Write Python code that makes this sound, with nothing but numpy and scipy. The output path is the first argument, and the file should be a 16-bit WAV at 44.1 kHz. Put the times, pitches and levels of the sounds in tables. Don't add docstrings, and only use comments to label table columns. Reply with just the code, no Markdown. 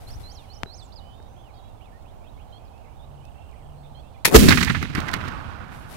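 import sys
import numpy as np
from scipy import signal
from scipy.fft import rfft, irfft, next_fast_len
from scipy.io import wavfile

SR = 44100
rng = np.random.default_rng(int(sys.argv[2]) if len(sys.argv) > 2 else 0)


def pcm_store(signal):
    levels = np.round(np.clip(np.atleast_2d(signal), -1, 1) * 32767)
    wavfile.write(sys.argv[1], SR, levels.astype(np.int16).T)


N = 262874
T = np.arange(N) / SR


# [f/Hz, density/dB per Hz]
HUSH_COLOUR = [(120, -21.5), (200, -5), (345, -9.5), (575, -5.5), (790, -1.5), (1000, -9.5), (1400, -18.5),
               (1900, -27), (3100, -27.5), (5600, -34), (8200, -35), (15500, -39.5)]
# [f/Hz, left-right/dB]
HUSH_PAN = [(200, 7), (400, -4.5), (750, -17.5), (1500, -9.5), (4000, -5), (9000, 4)]
# [f/Hz, density/dB per Hz]
BREEZE_COLOUR = [(20, 5.5), (36, -0.5), (70, 0), (110, -4), (170, -15.5), (300, -23), (700, -57)]
# [t/s, length/s, level/dB]
DRONE_NOTES = [(3.05, .21, -45), (3.56, .48, -45)]
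SYLLABLES = { "hook": [(0, 4100), (.035, 4580), (.054, 6150), (.074, 5100), (.088, 6100), (.105, 6230)],
             "arch": [(0, 4000), (.05, 4130), (.08, 4600), (.113, 6900), (.145, 4600), (.165, 3700),
             (.195, 3350)], "lift": [(0, 4100), (.024, 5250)], "drop": [(0, 5270), (.045, 3730)],
             "whistle": [(0, 2955), (.17, 3080)], "slur": [(0, 2980), (.015, 3170), (.045, 3240),
             (.068, 3480)], "flick": [(0, 2124), (.02, 2650), (.07, 3780)], "fall": [(0, 3350), (.03, 3150),
             (.085, 2200)], "dip": [(0, 2700), (.032, 1950), (.06, 2650)], "rasp": [(0, 8000),
             (.045, 7140)], }
SONG = { "hook": [(.066, -50, .97), (.494, -51, .98)], "arch": [(.226, -50, 1), (.653, -48.5, .98)],
        "lift": [(.92, -52, .96), (1.537, -62, .97)], "drop": [(.957, -49, .98), (1.568, -64, .92),
        (2.648, -67, 1)], "whistle": [(.3, -63.5, 1.07), (.47, -62.5, 1), (.995, -58.5, 1),
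        (1.13, -66, 1.22), (1.27, -71, 2.03), (1.53, -65, 1.1), (1.54, -66, 1.27), (3.35, -63.5, .9)],
        "slur": [(1.36, -62, 1.05), (1.92, -62, .57), (2.73, -62.5, .81), (2.99, -62, 1.13),
        (3.23, -61, .8), (4.03, -61.5, .83)], "flick": [(1.8, -62, 1.03), (2.05, -62.5, 1.05),
        (2.235, -61.5, 1.05), (2.37, -61.5, .94)], "fall": [(.38, -61, .9), (1.43, -62, .95),
        (1.81, -62, .92)], "dip": [(2.84, -62, 1), (3.515, -62, 1), (4.14, -61, 1)],
        "rasp": [(.77, -54, 1.1), (.825, -50.5, .99), (3.83, -60, .47)], }
# [t/s, level of the lower pitch/dB]
TWIN_CALLS = [(2.522, -54), (3.945, -55)]
# [t/s, level/dB, left-right/dB, decay/s]
RUSTLES = [(0, -50, 6, .38), (0, -46, 4, .03), (.078, -45, -1, .025), (.195, -46, 14, .022),
           (5.7, -46, 5, .12), (5.88, -37.5, 12, .2)]
# [f/Hz, density/dB per Hz]
RUSTLE_COLOUR = [(500, 15), (2000, 6.5), (4500, 2.5), (7000, -1), (10000, 1), (12300, 0.5), (15000, -9)]
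# [t/s, level/dB]
TICKS = [(1.226, -54), (2.024, -56), (2.778, -55), (3.252, -48), (3.512, -56)]
# [t/s, level/dB, left-right/dB]
BUMPS = [(.6595, -34, 10), (1.2015, -40, 6)]
# [t/s, level/dB]
HILL_RETURNS = [(4.52, -45), (4.935, -28.5)]
# [f/Hz, density/dB per Hz]
ROLL_COLOUR = [(30, -5), (75, 2), (125, -1), (250, -7.5), (450, -18.5), (1100, -9), (1500, -9.5),
               (1900, -18), (2700, -21.5), (4500, -31.5), (7000, -42), (13000, -49.5)]
# [f/Hz, left-right/dB]
ROLL_PAN = [(60, -13.5), (250, 2.5), (700, -15.5), (2000, -16.5), (10000, -12)]
# [t/s, peak level/dB, treble share/dB, thump share/dB]
ECHOES = [(4.483, -5, -4.5, -4), (4.5042, -5.5, -13, -9), (4.5214, -5, -17, -14), (4.572, -9, -17, -18),
          (4.6047, -9, -12, -16), (4.6253, -9.5, -10, -22), (4.669, -11.5, -32, -21),
          (4.695, -9.5, -29, -14.5), (4.747, -16.5, -27, -22), (4.8259, -19.5, -20, -5),
          (4.9485, -19.5, -13, -7), (4.9805, -19.5, -22, -4), (5.08, -19, -16, -14),
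          (5.1334, -13, -20, -13), (5.274, -27, -16, -11)]
# [f/Hz, density/dB per Hz]
ECHO_COLOUR = [(300, -47), (700, -8), (1200, 3), (1900, 6.5), (2700, -1.5), (4000, -10), (7000, -32),
               (14000, -56)]
# [t/s, level/dB]
CRACKS = [(4.486, -14), (4.647, -18), (4.826, -28), (4.951, -25), (5.003, -28.5), (5.138, -20),
          (5.282, -36)]
# [f/Hz, density/dB per Hz]
SCATTER_COLOUR = [(30, -17.5), (80, -6), (160, -5.5), (270, -2.5), (420, -9.5), (550, -16.5), (800, -29.5),
                  (1400, -29), (2600, -27), (5000, -29), (15500, -31.5)]
# [f/Hz, T60/s]
SCATTER_T60 = [(50, 1.85), (130, 1.84), (260, 0.86), (500, 0.3), (2000, 1.6), (5000, 0.98), (12000, 0.62)]
# [f/Hz, left-right/dB]
SCATTER_PAN = [(60, -2), (250, 1.5), (700, 15), (1500, -9), (5000, -8.5), (12000, -2.5)]
# [t/s, level/dB, left-right/dB, decay/s]
LOCK_BITES = [(4.2479, -9.5, 25, 0.0044), (4.2536, -8, -2, 0.0064), (4.26, -24, -19, 0.0084),
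              (4.267, -22, 11, 0.0036), (4.2738, -16.5, 8, 0.0023), (4.281, -33, -9, 0.02)]
# [f/Hz, density/dB per Hz]
LOCK_COLOUR = [(59, -29.5), (100, -8), (394, -18.5), (711, -19), (897, -9.5), (1230, -18.5), (2000, -5.5),
               (2270, -10), (2520, -5), (2920, -19), (3320, -13.5), (3930, -15), (8760, -21), (9730, -15),
               (15500, -24.5)]
# [f/Hz, density/dB per Hz]
FLARE_COLOUR = [(40, -12), (150, -3.5), (400, 4.5), (650, -7), (1200, -13), (3000, -24.5), (14000, -28)]
# [f/Hz, density/dB per Hz]
JET_COLOUR = [(40, -14), (150, -9), (330, 0), (450, 3), (600, -15.5), (900, -10), (2000, -15), (6000, -19),
              (15000, -28.5)]

FLASH_S, FIRE_S = 4.278, 4.352


def from_db(db):
    return 10 ** (np.asarray(db) / 20)


def rms_one(x):
    return x / np.sqrt(np.mean(x ** 2) + 1e-20)


def at_hz(points, hz):
    points = np.array(points)
    return np.interp(np.log(np.maximum(hz, 1)), np.log(points[:, 0]), points[:, 1])


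def panned(pan_db):
    gains = from_db(np.array([[.5], [-.5]]) * pan_db)
    return gains / np.sqrt(np.mean(gains ** 2, axis=0))


def drift(per_s):
    return rms_one(np.interp(T * per_s, np.arange(N), rng.standard_normal(N)))


def noise(spectrum, pan=None, grain_db=0):
    size = next_fast_len(N)
    hz = np.arange(size // 2 + 1) * SR / size
    grain = from_db(grain_db * np.clip(drift(2500), -2, 2))
    white = rng.standard_normal((2, N)) * grain
    low_cut = hz ** 2 / (hz ** 2 + 20 ** 2)
    gain = from_db(at_hz(spectrum, hz)) * low_cut
    if pan is not None:
        gain = gain * panned(at_hz(pan, hz))
    return rms_one(irfft(rfft(white, size) * gain, size)[:, :N])


def bands(x, count=12):
    size = next_fast_len(N)
    spectrum, hz = rfft(x, size), np.arange(size // 2 + 1) * SR / size
    centres = np.geomspace(45, 14000, count)
    for centre, weights in zip(centres, np.eye(count)):
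        yield centre, irfft(spectrum * np.interp(hz, centres, weights), size)[:, :N]


def burst(start, rise, decay):
    age = np.maximum(T - start, 0)
    return (1 - np.exp(-age / rise)) * np.exp(-np.minimum(age / decay, 40))


def hump(start, length):
    return np.sqrt(np.maximum(np.sin(np.pi * np.clip((T - start) / length, 0, 1)), 0))


def surge(top, rise_db_per_s, fall_db_per_s, hold=0):
    before = rise_db_per_s * np.maximum(top - T, 0)
    after = fall_db_per_s * np.maximum(T - top - hold, 0)
    return from_db(-np.minimum(before + after, 200))


def ring(start, hz, decay):
    age = np.maximum(T - start, 0)
    return np.sin(2 * np.pi * hz * age) * np.exp(-np.minimum(age / decay, 40))


def snaps(rows):
    shape = sum(from_db(db) * burst(s, 0.00025, 0.0026) for s, db in rows)
    return shape * noise([(300, -6), (1800, -2), (4500, 5), (8000, -4), (15000, -10.5)])


def field_blur(x, decay_s):
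    length = SR // 2
    paths = rng.standard_normal((2, length)) * np.exp(-T[:length] / decay_s)
    return signal.fftconvolve(x[None], rms_one(paths) / np.sqrt(length), axes=1)[:, :N]


def whistle(name, start, ratio, wander, tempo=1):
    fade_db, taper = -3.5, .2
    thin_above_hz, thin_db_per_octave = 5400, -16
    age, hz = np.transpose(SYLLABLES[name])
    t = np.arange(0, age[-1], tempo / SR)
    span = int(max(start, 0) * SR) + np.arange(len(t))
    pitch = ratio * np.interp(t, age, hz)
    octaves_over = np.maximum(np.log2(pitch / thin_above_hz), 0)
    level_db = fade_db * t / age[-1] + thin_db_per_octave * octaves_over
    shape = from_db(level_db) * signal.windows.tukey(len(t), taper)
    phase = 2 * np.pi * np.cumsum(pitch * wander[span]) / SR
    return span, shape * np.sqrt(2) * np.sin(phase)


def breeze():
    steady = from_db(-43.6 + .6 * drift(4))
    gust = from_db(-39.5) * hump(0, .28)
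    return steady * noise(BREEZE_COLOUR) * panned(-7) + gust * noise(BREEZE_COLOUR) * panned(4)


def far_drone():
    shape = sum(from_db(db) * hump(s, length) for s, length, db in DRONE_NOTES)
    phase = 2 * np.pi * np.cumsum(143 + 2.5 * drift(32)) / SR
    return shape * np.sin(phase) * panned(3)


def insect():
    pulse = 1 + np.sin(2 * np.pi * 90 * T)
    return from_db(-78) * hump(3.0, 1.3) * noise([(7000, -38), (8250, 2), (9700, -41)]) * pulse


def meadow():
    hush = from_db(-50.5) * noise(HUSH_COLOUR, HUSH_PAN)
    return breeze() + hush + far_drone() + insect()


def chorus(level_db=-72, distance_db=-7, blur_db=2, count=150):
    song, wander = np.zeros(N), 1 + .02 * drift(250)
    names = ["slur", "flick", "fall", "slur"]
    for k, (when, kind, pitch, speed, distance) in enumerate(rng.random((count, 5))):
        name = names[int(kind * len(names))]
        start = (k + when) / count * 4.3
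        span, wave = whistle(name, start, .7 * 1.9 ** pitch, wander, .8 + speed)
        song[span] += from_db(level_db + distance_db * distance) * wave
    return (song + from_db(blur_db) * field_blur(song, decay_s=0.03)) * panned(-14.5)


def trill(wander):
    cycle = np.minimum((T * 29) % 1 / 0.55, 1)
    phase = 2 * np.pi * np.cumsum((3500 - 1150 * cycle) * wander) / SR
    return from_db(-66) * hump(3.03, .8) * 2 * np.sin(np.pi * cycle) * np.sin(phase)


def birds(waver=0.01, flutter_db=1.5, wet_db=-12):
    song, clean = np.zeros(N), 1 + waver * drift(250)
    raspy, warbling, steady = 1 + .05 * drift(900), 1 + .045 * drift(300), 1 + .004 * drift(100)
    rough = {"rasp": raspy, "lift": raspy, "flick": warbling, "dip": warbling, "whistle": steady}
    notes = [(name, *call) for name, calls in SONG.items() for call in calls]
    for start, level_db in TWIN_CALLS:
        notes.append(("slur", start, level_db, 1))
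        notes.append(("slur", start, level_db - 6.5, 1.31))
    for name, start, level_db, ratio in notes:
        span, wave = whistle(name, start, ratio, rough.get(name, clean))
        song[span] += from_db(level_db) * wave
    song += trill(clean)
    song *= from_db(flutter_db * drift(120))
    return song * panned(-29) + from_db(wet_db) * field_blur(song, decay_s=0.12) * panned(-9.5)


def rustle():
    attack_share = .3
    soft = sum(from_db(db) * panned(pan) * burst(s, attack_share * decay, decay)
               for s, db, pan, decay in RUSTLES)
    return soft * noise(RUSTLE_COLOUR, grain_db=2.5) + snaps(TICKS) * panned(5)


def bump():
    return sum(from_db(db) * (ring(s, 404, .004) + .8 * ring(s, 1500, .001)) * panned(pan)
               for s, db, pan in BUMPS)


def knock(start=.6336):
    snap = from_db(-1.5) * ring(start, 1800, 0.00014)
    body = from_db(-18) * ring(start + 0.00034, 750, 0.00036)
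    thud = from_db(-17.5) * ring(start + 0.0019, 142, 0.0029)
    return (snap - body + thud) * panned(24)


def roll(air_loss_db=-1.0, patchy_db=2.1):
    out, together = 0, drift(35)
    for hz, band in bands(noise(ROLL_COLOUR, ROLL_PAN, grain_db=2.5)):
        loss = air_loss_db * np.sqrt(hz / 100) * np.clip(T - 5.3, -.35, .6)
        patches = patchy_db * (together + drift(30)) / 2
        out = out + band * from_db(loss + patches)
    attack_s, decay_s = .06, .62
    return out * sum(from_db(db) * burst(s, attack_s, decay_s) for s, db in HILL_RETURNS)


def crackle(spread_db=6, count=4):
    faint = [(4.98 + .16 * when, -34 + spread_db * (size - .5)) for when, size in rng.random((count, 2))]
    return snaps(CRACKS + faint) * panned(-18)


def rebound(start=4.418, length=.055, level_db=-12):
    return from_db(level_db) * hump(start, length)


def weak_echoes(count, spread_db, treble_db, thump_db):
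    first_s, span_s, level_db, fall_db_per_s = 4.41, .9, -22.5, 10
    rows = []
    for k, (when, size) in enumerate(rng.random((count, 2))):
        delay = span_s * (k + when) / count
        peak_db = level_db - fall_db_per_s * delay + spread_db * (size - .5)
        rows.append((first_s + delay, peak_db, treble_db, thump_db))
    return rows


def echoes(body_db=-8.0, treble_db=-5.5, weak_spread_db=4, weak_treble_db=-19, weak_thump_db=-5, count=24):
    swell_s = .0053
    body, treble, thump = 0, 0, 0
    for start, peak_db, bright_db, thump_db in ECHOES + weak_echoes(
            count, weak_spread_db, weak_treble_db, weak_thump_db):
        age = np.clip((T - start) / swell_s, 0, 40)
        shape = from_db(peak_db) * age * np.exp(1 - age)
        body = body + shape
        treble = treble + from_db(bright_db) * shape
        thump = thump + from_db(thump_db) * shape
    bright_noise = noise([(1500, -34), (4000, 4.5), (8000, -9.5), (15000, -19)], grain_db=5)
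    dull_noise = noise([(40, -8), (120, -0.5), (260, -2.5), (400, -10), (600, -21.5), (1200, -47)])
    cracks = from_db(body_db) * body * noise(ECHO_COLOUR, grain_db=5)
    cracks = cracks + from_db(treble_db) * treble * bright_noise
    veer = 1 - np.exp(-np.maximum(T - 4.46, 0) / .07)
    return cracks * panned(-22 * veer) + (thump + rebound()) * dull_noise


def scatter(start=4.352, level_db=-7.5, veer_db_per_s=-22):
    age = np.maximum(T - start, 0)
    back = noise(SCATTER_COLOUR, SCATTER_PAN, grain_db=3)
    tail = sum(band * from_db(-60 * age / at_hz(SCATTER_T60, hz)) for hz, band in bands(back))
    swell = 1 - np.exp(-age / 0.015)
    return from_db(level_db) * tail * swell * panned(veer_db_per_s * np.minimum(age, .5))


def lock():
    bites = sum(from_db(db) * panned(pan) * burst(s, 0.0009, decay) for s, db, pan, decay in LOCK_BITES)
    scrape = from_db(5) * bites * noise(LOCK_COLOUR, grain_db=6)
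    flash = from_db(-19) * surge(FLASH_S, rise_db_per_s=3500, fall_db_per_s=1100)
    flame = from_db(-5) * surge(FIRE_S, rise_db_per_s=570, fall_db_per_s=4000) * (T > FLASH_S)
    return scrape + (flash * panned(14) + flame * panned(5.8)) * noise(FLARE_COLOUR, grain_db=5.5)


def blast(start=4.3475, mic_ring_hz=440, slow_ring_hz=58):
    age = np.maximum(T - start, 0) / 0.0023
    shock = from_db(3.5) * (T > start) * (1 - age) * np.exp(-np.minimum(age, 40))
    mic_ring = from_db(3.5) * ring(4.3478, mic_ring_hz, .006)
    slow_ring = from_db(10.5) * ring(4.3535, slow_ring_hz, .014) * burst(4.3535, 0.0071, 1)
    jet = from_db(4.5) * surge(FIRE_S, rise_db_per_s=2700, fall_db_per_s=1400, hold=.01)
    tear = jet * noise(JET_COLOUR, grain_db=3) * panned(-7.5)
    return (shock + slow_ring) * panned(-9.5) + mic_ring * panned(1) + tear


def scene():
    field = meadow() + chorus() + birds() + rustle() + bump() + knock()
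    answers = roll() + crackle() + echoes() + scatter()
    return field + answers + lock() + blast()


def record(dry):
    clipped = dry / (1 + (dry / .95) ** 8) ** (1 / 8)
    cutoff_hz = 15800
    low_pass = signal.ellip(10, .1, 60, cutoff_hz, fs=SR, output="sos")
    return np.clip(signal.sosfilt(low_pass, clipped), -1, 1)


dry = scene()
out = record(dry)
pcm_store(out)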